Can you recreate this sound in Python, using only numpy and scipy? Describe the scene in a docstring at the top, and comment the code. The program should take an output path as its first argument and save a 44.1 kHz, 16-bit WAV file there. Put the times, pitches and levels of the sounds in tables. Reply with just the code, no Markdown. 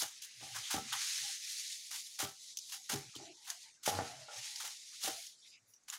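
"""Knife through a hollow gourd

A knife saws and snaps through a crisp gourd held over a steel tray, close to a mono phone microphone.
A fine wet rasp of clumped noise swells and fades; each cut is a short burst of crackle.
Fibres snap as clicks with a broad ring; dull, rattling knocks drive the modes of gourd and tray.
Soft patches of resonant noise give low rumble, a hollow ring near 800 Hz and high squeaks.
The phone's noise suppressor lowers quiet bands, so tails end abruptly."""
import sys
import numpy as np
from scipy import signal
from scipy.fft import rfft, irfft, next_fast_len
from scipy.io import wavfile
from scipy.ndimage import uniform_filter1d

SR = 44100
rng = np.random.default_rng(int(sys.argv[2]) if len(sys.argv) > 2 else 0)


def pcm_store(signal):
    """Save signal as 16-bit PCM."""
    levels = np.round(np.clip(np.atleast_2d(signal), -1, 1) * 32767)
    wavfile.write(sys.argv[1], SR, levels.astype(np.int16).T)


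N = 263718
HALF_S = np.arange(22050) / SR  # time axis of one event [s]

# Spectrum of breaking flesh, shared by cuts and snaps: (frequency [Hz], relative density [dB per Hz])
CRUNCH_COLOUR = [(410, -29), (700, -11), (1290, -5.5), (2680, -5), (2980, 0), (4340, -3), (6510, 1),
                 (8340, -6), (9630, -3.5), (15800, -15)]


def amp(db):
    """Level to amplitude: 20 dB is a factor of ten."""
    return 10 ** (np.asarray(db) / 20)


def evened(x):
    """Normalisation of signal power: scales x to rms 1."""
    return x / np.sqrt(np.mean(x ** 2) + 1e-20)


def read(points, hz):
    """Logarithmic frequency scale: interpolates a table of (frequency, value) along it."""
    f, value = np.transpose(points)
    return np.interp(np.log(hz + 1), np.log(f + 1), value)


def add(mix, s, sound):
    """Superposition: adds a sound to the mix from time s [s], cut off at the end of the mix."""
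    part = mix[round(max(s, 0) * SR):][:len(sound)]
    part += sound[:len(part)]


def colour(x, db):
    """Linear filtering: multiplies the spectrum of x by the gain db(hz)."""
    size = next_fast_len(len(x))
    gain = amp(db(np.fft.rfftfreq(size, 1 / SR)))
    return irfft(rfft(x, size) * gain, size)[:len(x)]


def resonate(x, hz, width_hz):
    """Damped oscillator: one complex pole of about unit gain, whose damping sets the bandwidth."""
    r = np.exp(-np.pi * width_hz / SR)
    pole = r * np.exp(2j * np.pi * hz / SR)
    return 2 * signal.lfilter([1 - r], [1, -pole], x).real


def crackle(size, spread_db, clump):
    """Bursting cells: noise whose level wanders at random, in clumps of about one to five milliseconds."""
    wander = evened(uniform_filter1d(rng.standard_normal(size), size=clump))
    return evened(rng.standard_normal(size) * amp(spread_db * wander))


def rasp():
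    """Sliding friction: wet flesh crackles on the blade, the suppressor opening and closing its ends."""
    # Contour before spectrum and make-up gain: (time [s], relative level [dB])
    contour = [(0.0, -31.5), (.05, -48.5), (.17, -53.5), (.33, -56), (.43, -49), (.65, -43), (.87, -45.5),
               (1.03, -35.5), (1.25, -38.5), (1.4, -43), (1.51, -39), (1.88, -47), (2.0, -45.5),
               (2.14, -50.5), (2.36, -54.5), (2.45, -49.5), (2.55, -54.5), (2.68, -48), (2.83, -51.5),
               (3.1, -53), (3.25, -52.5), (3.35, -58), (3.62, -51.5), (3.81, -69), (3.97, -45.5),
               (4.28, -55), (4.38, -44.5), (4.62, -43.5), (4.85, -50.5), (5.23, -46.5), (5.39, -65.5),
               (5.5, -59), (5.63, -76.5), (5.69, -69.5), (5.81, -80), (5.98, -69)]
    # Spectrum, held constant below 3 kHz: (frequency [Hz], relative density [dB per Hz])
    rasp_colour = [(1470, -36), (2500, 1), (3270, -4.5), (4670, -3.5), (6610, -2.5), (7890, -9.5),
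                   (10000, -10), (15800, -28.5)]
    # Low end near 1.8 kHz, before an 8 dB offset: (time [s], relative level [dB])
    low_end = [(0, -18.5), (.25, -11), (.4, -12.5), (.95, -11.5), (1.1, -13), (1.5, -15.5), (1.8, -17),
               (2.1, -18.5), (2.4, -21), (2.65, -26.5), (3.0, -13), (3.6, -16), (3.95, -7.5), (4.35, -11.5),
               (4.7, -17.5), (5.25, -14.5), (5.4, -19), (5.98, -11)]
    # High end near 12 kHz, added to the brightness rule: (time [s], level change [dB])
    high_end = [(0, 7), (.25, 1), (.38, 6.5), (.9, -2), (1.7, 2.5), (2.1, 7.5), (2.55, 3), (2.9, 8),
                (3.25, -1), (3.4, 6), (3.7, 5), (4.2, 3.5), (4.5, 1), (5.0, 2.5), (5.3, 10.5), (5.47, 11.5),
                (5.6, 0), (5.7, 37), (5.98, 5)]
    bright_at_db, bright_slope = -38, 0.57  # brightness rule: pivot [dB], treble change [dB per dB of level]
    frame = dict(fs=SR, nperseg=256, noverlap=192)

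    hz, t, z = signal.stft(crackle(N, 0.8, clump=30), **frame)
    level_db = np.interp(t, *np.transpose(contour))
    low_db = np.interp(t, *np.transpose(low_end)) + 8.0
    high_db = bright_slope * (level_db - bright_at_db) + np.interp(t, *np.transpose(high_end))

    # The suppressor opens and closes the lower and upper ends; each reaches over a range of frequency
    low_reach = np.interp(hz, [740, 1300, 1975, 2870, 3580], [5.0, 3.0, 0.9, 0.85, 0])[:, None]
    high_reach = np.interp(hz, [7500, 11000, 16000], [0, .9, 1.2])[:, None]
    ends_db = low_reach * low_db + high_reach * high_db
    shape_db = read(rasp_colour, np.maximum(hz, 3000)) - 40 * (hz < 720)

    patches = uniform_filter1d(rng.standard_normal(z.shape), size=2, axis=0)
    patches = evened(uniform_filter1d(patches, size=30, axis=1))
    # The suppressor leaves quiet passages patchier
    patches_db = patches * np.interp(level_db, [-62, -46], [3.6, 1.2])
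    # The pressure wavers in all bands together
    patches_db += 1.26 * evened(uniform_filter1d(rng.standard_normal(len(t)), size=25))

    gain = amp(shape_db[:, None] + level_db + ends_db + patches_db)
    return amp(6.5) * signal.istft(z * gain, **frame)[1][:N]


def cuts():
    """Brittle fracture: each cut rises fast, holds while the wall of the gourd tears, and dies away."""
    # Cuts, nominal peak 13 dB above the rms of the grains:
    # (time [s], nominal peak [dB], relative level of the low end before a 14.5 dB offset [dB], hold [s])
    cut_table = [(0.0024, -23.5, -11.5, 0.0058), (0.219, -34, -27, 0.024), (0.5483, -30, -5.5, 0.013),
                 (0.7042, -23, -10, 0.028), (0.923, -26.5, -1, 0.0047), (1.911, -32, -14, .048),
                 (2.1898, -22.5, -11, 0.025), (2.6894, -40, -20, 0.024), (2.72, -31.5, -15.5, 0.02),
                 (2.895, -25, -10, 0.04), (3.443, -45, -18, 0.027), (3.472, -34.5, -8, 0.042),
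                 (3.8335, -34.5, -19, 0.035), (3.857, -23.5, -11, 0.029), (4.6, -30.5, -9.5, 0.0056),
                 (4.6472, -28.5, -11, 0.0046), (4.672, -37, -9, 0.0045), (5.006, -36, -20.5, .03),
                 (5.034, -24, -16.5, 0.02), (5.074, -27, -11.5, 0.0084), (5.882, -39, -12, 0.031),
                 (5.923, -31, -9, 0.012)]
    rise = .012  # [s]
    out, t = np.zeros(N), HALF_S
    for s, db, low_db, hold in cut_table:
        t60 = .16 + 0.01 * (db + 33)  # [s], harder cuts die slower

        def spectrum_db(hz):
            low = (low_db + 14.5) * np.interp(hz, [1700, 2600], [1, 0])
            return read(CRUNCH_COLOUR, hz) + low - 20.0 * (hz < 720)

        grains = colour(crackle(len(t), 0.82, clump=40), spectrum_db)
        # The wall gives in steps of a few milliseconds
        grains *= amp(1.93 * evened(uniform_filter1d(rng.standard_normal(len(t)), size=260)))
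        after = np.maximum(t - rise - hold, 0)
        envelope = np.minimum(t / rise, 1) ** 2 * amp(-60 * after / t60)
        add(out, s - .7 * rise, amp(db - 13.) * evened(grains) * envelope)
    return out


def snaps():
    """Sudden release of tension: a single fibre gives a click with a short, broad, damped ring."""
    # Snaps, nominal peak before a 9 dB cut: (time [s], nominal peak [dB], pitch [Hz])
    snap_table = [(0.0203, -24, 6650), (.9285, -23.5, 3300), (2.5712, -25, 6200), (2.5872, -29, 5700),
                  (2.7378, -36, 6600), (3.1524, -36.5, 3230), (3.1627, -35.5, 4150), (3.5014, -22.5, 6400),
                  (3.9505, -32.5, 4100), (4.559, -32, 4840), (5.0365, -28, 5000), (5.2264, -41, 4700),
                  (5.267, -36.5, 6430), (5.7367, -47, 5830), (5.8354, -53.5, 6500), (5.9, -29.5, 6900)]
    out, t = np.zeros(N), HALF_S[HALF_S < .12]
    for s, db, hz in snap_table:
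        t60 = 220 / hz  # 220 cycles of the pitch to fall 60 dB
        noise = colour(rng.standard_normal(len(t)), lambda f: read(CRUNCH_COLOUR, f) - 30 * (f < 2600))
        ring = 0.53 * evened(noise) + 0.69 * evened(resonate(noise, hz, 660))
        # A fast rise and a stronger first instant
        crack = (1 + 0.52 * np.exp(-t / 0.00069)) * np.minimum(t / 0.00048, 1)
        add(out, s, amp(db - 9 - 60 * t / t60) * crack * ring)
    return out


def knocks():
    """Modal excitation: a blow and a loose rattle drive damped modes, struck differently each time."""
    # Dull knocks, nominal peak 8 dB above the early rms of the middle band:
    # (time [s], nominal peak [dB], bass below 450 Hz before a -6.5 dB offset [dB], rattle t60 [s])
    knock_table = [(0.023, -43, -4.5, 0.13), (0.41, -51.5, -1.5, 0.29), (0.551, -54, -33, 0.29),
                   (0.743, -34.5, 3, 0.23), (2.2, -41.5, -41, 0.22), (2.227, -44.5, 8.5, 0.18),
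                   (2.9, -45, -20, 0.29), (2.932, -43, 10, 0.22), (3.153, -60.5, 20, 0.2),
                   (3.179, -53, 5, 0.34), (3.877, -26.5, -15.5, 0.38), (3.926, -37, -2.5, 0.6),
                   (3.989, -29.5, -7, 0.29), (4.283, -48, -53, 0.33), (4.635, -51.5, -35, 0.22),
                   (5.04, -46, -25, 0.35), (5.077, -36.5, -15, 0.15)]
    # Modes of gourd and tray, before tilt and random strike: (frequency [Hz], level [dB], t60 [s])
    body = [(143, -2, 0.15), (235.5, 6, 0.027), (285, -21, .07), (312.4, 5.5, 0.068), (398, -1, 0.13),
            (472.5, -12.5, 0.22), (600, -3, 0.072), (675, -3.5, 0.071), (778.3, 2, 0.13), (833, 3.5, 0.077),
            (970, -4.5, 0.015), (1050, -14.5, .06), (1172, -4, 0.052), (1313.5, -4.5, 0.14),
            (1403, -2.5, .06), (1780, -10.5, 0.066)]
    out, t = np.zeros(N), HALF_S
    for s, db, bass_db, rattle in knock_table:
        push = crackle(len(t), 4.4, clump=200) * amp(-60 * t / rattle) * (1 - np.exp(-t / 0.0022))
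        # Only hard knocks start with a clear blow
        push += amp(db + 56.0) * (1 - t / 0.00035) * np.exp(-t / 0.00025) / 3

        strike_db = 3. * rng.standard_normal(len(body))
        modes = np.zeros(len(t))
        for (hz, mode_db, t60), own_db in zip(body, strike_db):
            tilt_db = (bass_db - 6.5) * (hz < 450) - 0.5 * (hz > 1000)
            decay = amp(mode_db + own_db + tilt_db - 60 * t / t60)
            modes += decay * np.sin(2 * np.pi * hz * t)

        sound = signal.fftconvolve(push, modes)[:len(t)]
        # The thinnest knocks lose still more bass
        sound = colour(sound, lambda hz: min(bass_db + 30, 0) * np.interp(hz, [380, 480], [1, 0]))
        sound *= np.minimum((t[-1] - t) / .1, 1)  # fade-out
        # Level is set by the band 450-1000 Hz over the first 25 ms
        middle = colour(sound, lambda hz: -40. * ((hz < 450) | (hz > 1000)))
        add(out, s, amp(db - 8) * sound / np.sqrt(np.mean(middle[t < .025] ** 2)))
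    return out


def murmurs():
    """Resonant filtering: two equal resonances turn noise into soft rumbles, hollow rings and squeaks."""
    # Soft patches of noise, rms before the soft ends: (start [s], length [s], frequency [Hz], level [dB])
    murmur_table = [(0.407, .15, 793, -64.5), (.33, .13, 121, -70), (0.457, .19, 118, -65),
                    (0.618, 0.088, 3300, -48.5), (.77, 0.23, 125, -67), (.8, 0.089, 219, -58),
                    (.925, 0.066, 800, -55), (1.192, 0.073, 122, -70), (1.215, 0.11, 813, -62),
                    (2.715, .12, 785, -69.5), (2.95, 0.16, 326, -69), (3.045, 0.066, 132, -64),
                    (3.136, 0.037, 1170, -63.5), (3.147, .24, 336, -61.5), (3.202, .15, 680, -64),
                    (3.252, 0.09, 2740, -64), (3.298, 0.25, 883, -75.5), (3.599, .13, 890, -75),
                    (3.46, 0.14, 710, -70), (3.887, 0.14, 84, -47.5), (4.005, 0.2, 712, -59),
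                    (4.035, 0.24, 129, -65.5), (4.116, 0.18, 637, -62.5), (4.333, 0.35, 867, -71),
                    (4.347, 0.085, 119, -66.5), (4.911, 0.054, 1273, -72.5), (5.071, 0.037, 317, -51),
                    (5.101, .12, 680, -64), (5.403, .1, 3620, -64), (5.43, .07, 2180, -70),
                    (5.453, 0.13, 4900, -65), (5.55, .2, 111, -82), (5.504, 0.1, 2490, -66),
                    (5.729, .064, 5800, -67.5)]
    # Bandwidth of each resonance: (frequency [Hz], width [Hz])
    widths = [(120, 24), (800, 84), (2400, 990), (5000, 490)]
    out = np.zeros(N)
    for s, length, hz, db in murmur_table:
        width_hz = read(widths, hz)
        noise = rng.standard_normal(len(HALF_S))
        noise = resonate(resonate(noise, hz, width_hz), hz, width_hz)
        size = min(round(length * SR), len(noise))
        add(out, s, amp(db) * evened(noise[-size:]) * signal.windows.tukey(size, .6))
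    return out


def scene():
    """Superposition of all sources at one microphone, on both channels."""
    return np.tile(rasp() + cuts() + snaps() + knocks() + murmurs(), (2, 1))


def record(dry):
    """Spectral gating: bass cut, suppressor of quiet bands, faint circuit noise, band limit."""
    # Suppressor threshold: (frequency [Hz], power level [dB per bin])
    shut_below = [(60, -87), (300, -98), (1000, -91.5), (2500, -91), (4000, -90.5), (9000, -102),
                  (15000, -107)]
    # Spectrum of the circuit noise: (frequency [Hz], relative density [dB per Hz])
    floor_colour = [(18, -40), (30, -10), (165, -5), (471, -8), (883, -9), (1090, -9), (2270, -7),
                    (3190, -16), (3450, -11.5), (6830, -3.5), (15800, -32.5)]
    shut_db, floor_db, edge_hz = 16, -76, 15850  # drop of a quiet band [dB], noise rms [dB], band limit [Hz]
    frame = dict(fs=SR, nperseg=1024, noverlap=768)

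    x = signal.sosfilt(signal.butter(8, 76, "highpass", fs=SR, output="sos"), dry[0])

    hz, t, z = signal.stft(x, **frame)
    power = uniform_filter1d(uniform_filter1d(abs(z) ** 2, size=4, axis=0), size=4, axis=1)
    under_db = read(shut_below, hz)[:, None] - 10 * np.log10(abs(power) + 1e-20)
    z = z * amp(-shut_db * (1 + np.tanh(under_db / 3)) / 2)  # soft switch a few dB wide
    x = signal.istft(z, **frame)[1][:N]

    x = x + amp(floor_db) * evened(colour(rng.standard_normal(N), lambda f: read(floor_colour, f)))
    low_pass = signal.firwin(511, edge_hz, window=("kaiser", 9), fs=SR)
    return np.tile(signal.oaconvolve(x, low_pass, "same"), (2, 1))


dry = scene()
out = record(dry)
pcm_store(out)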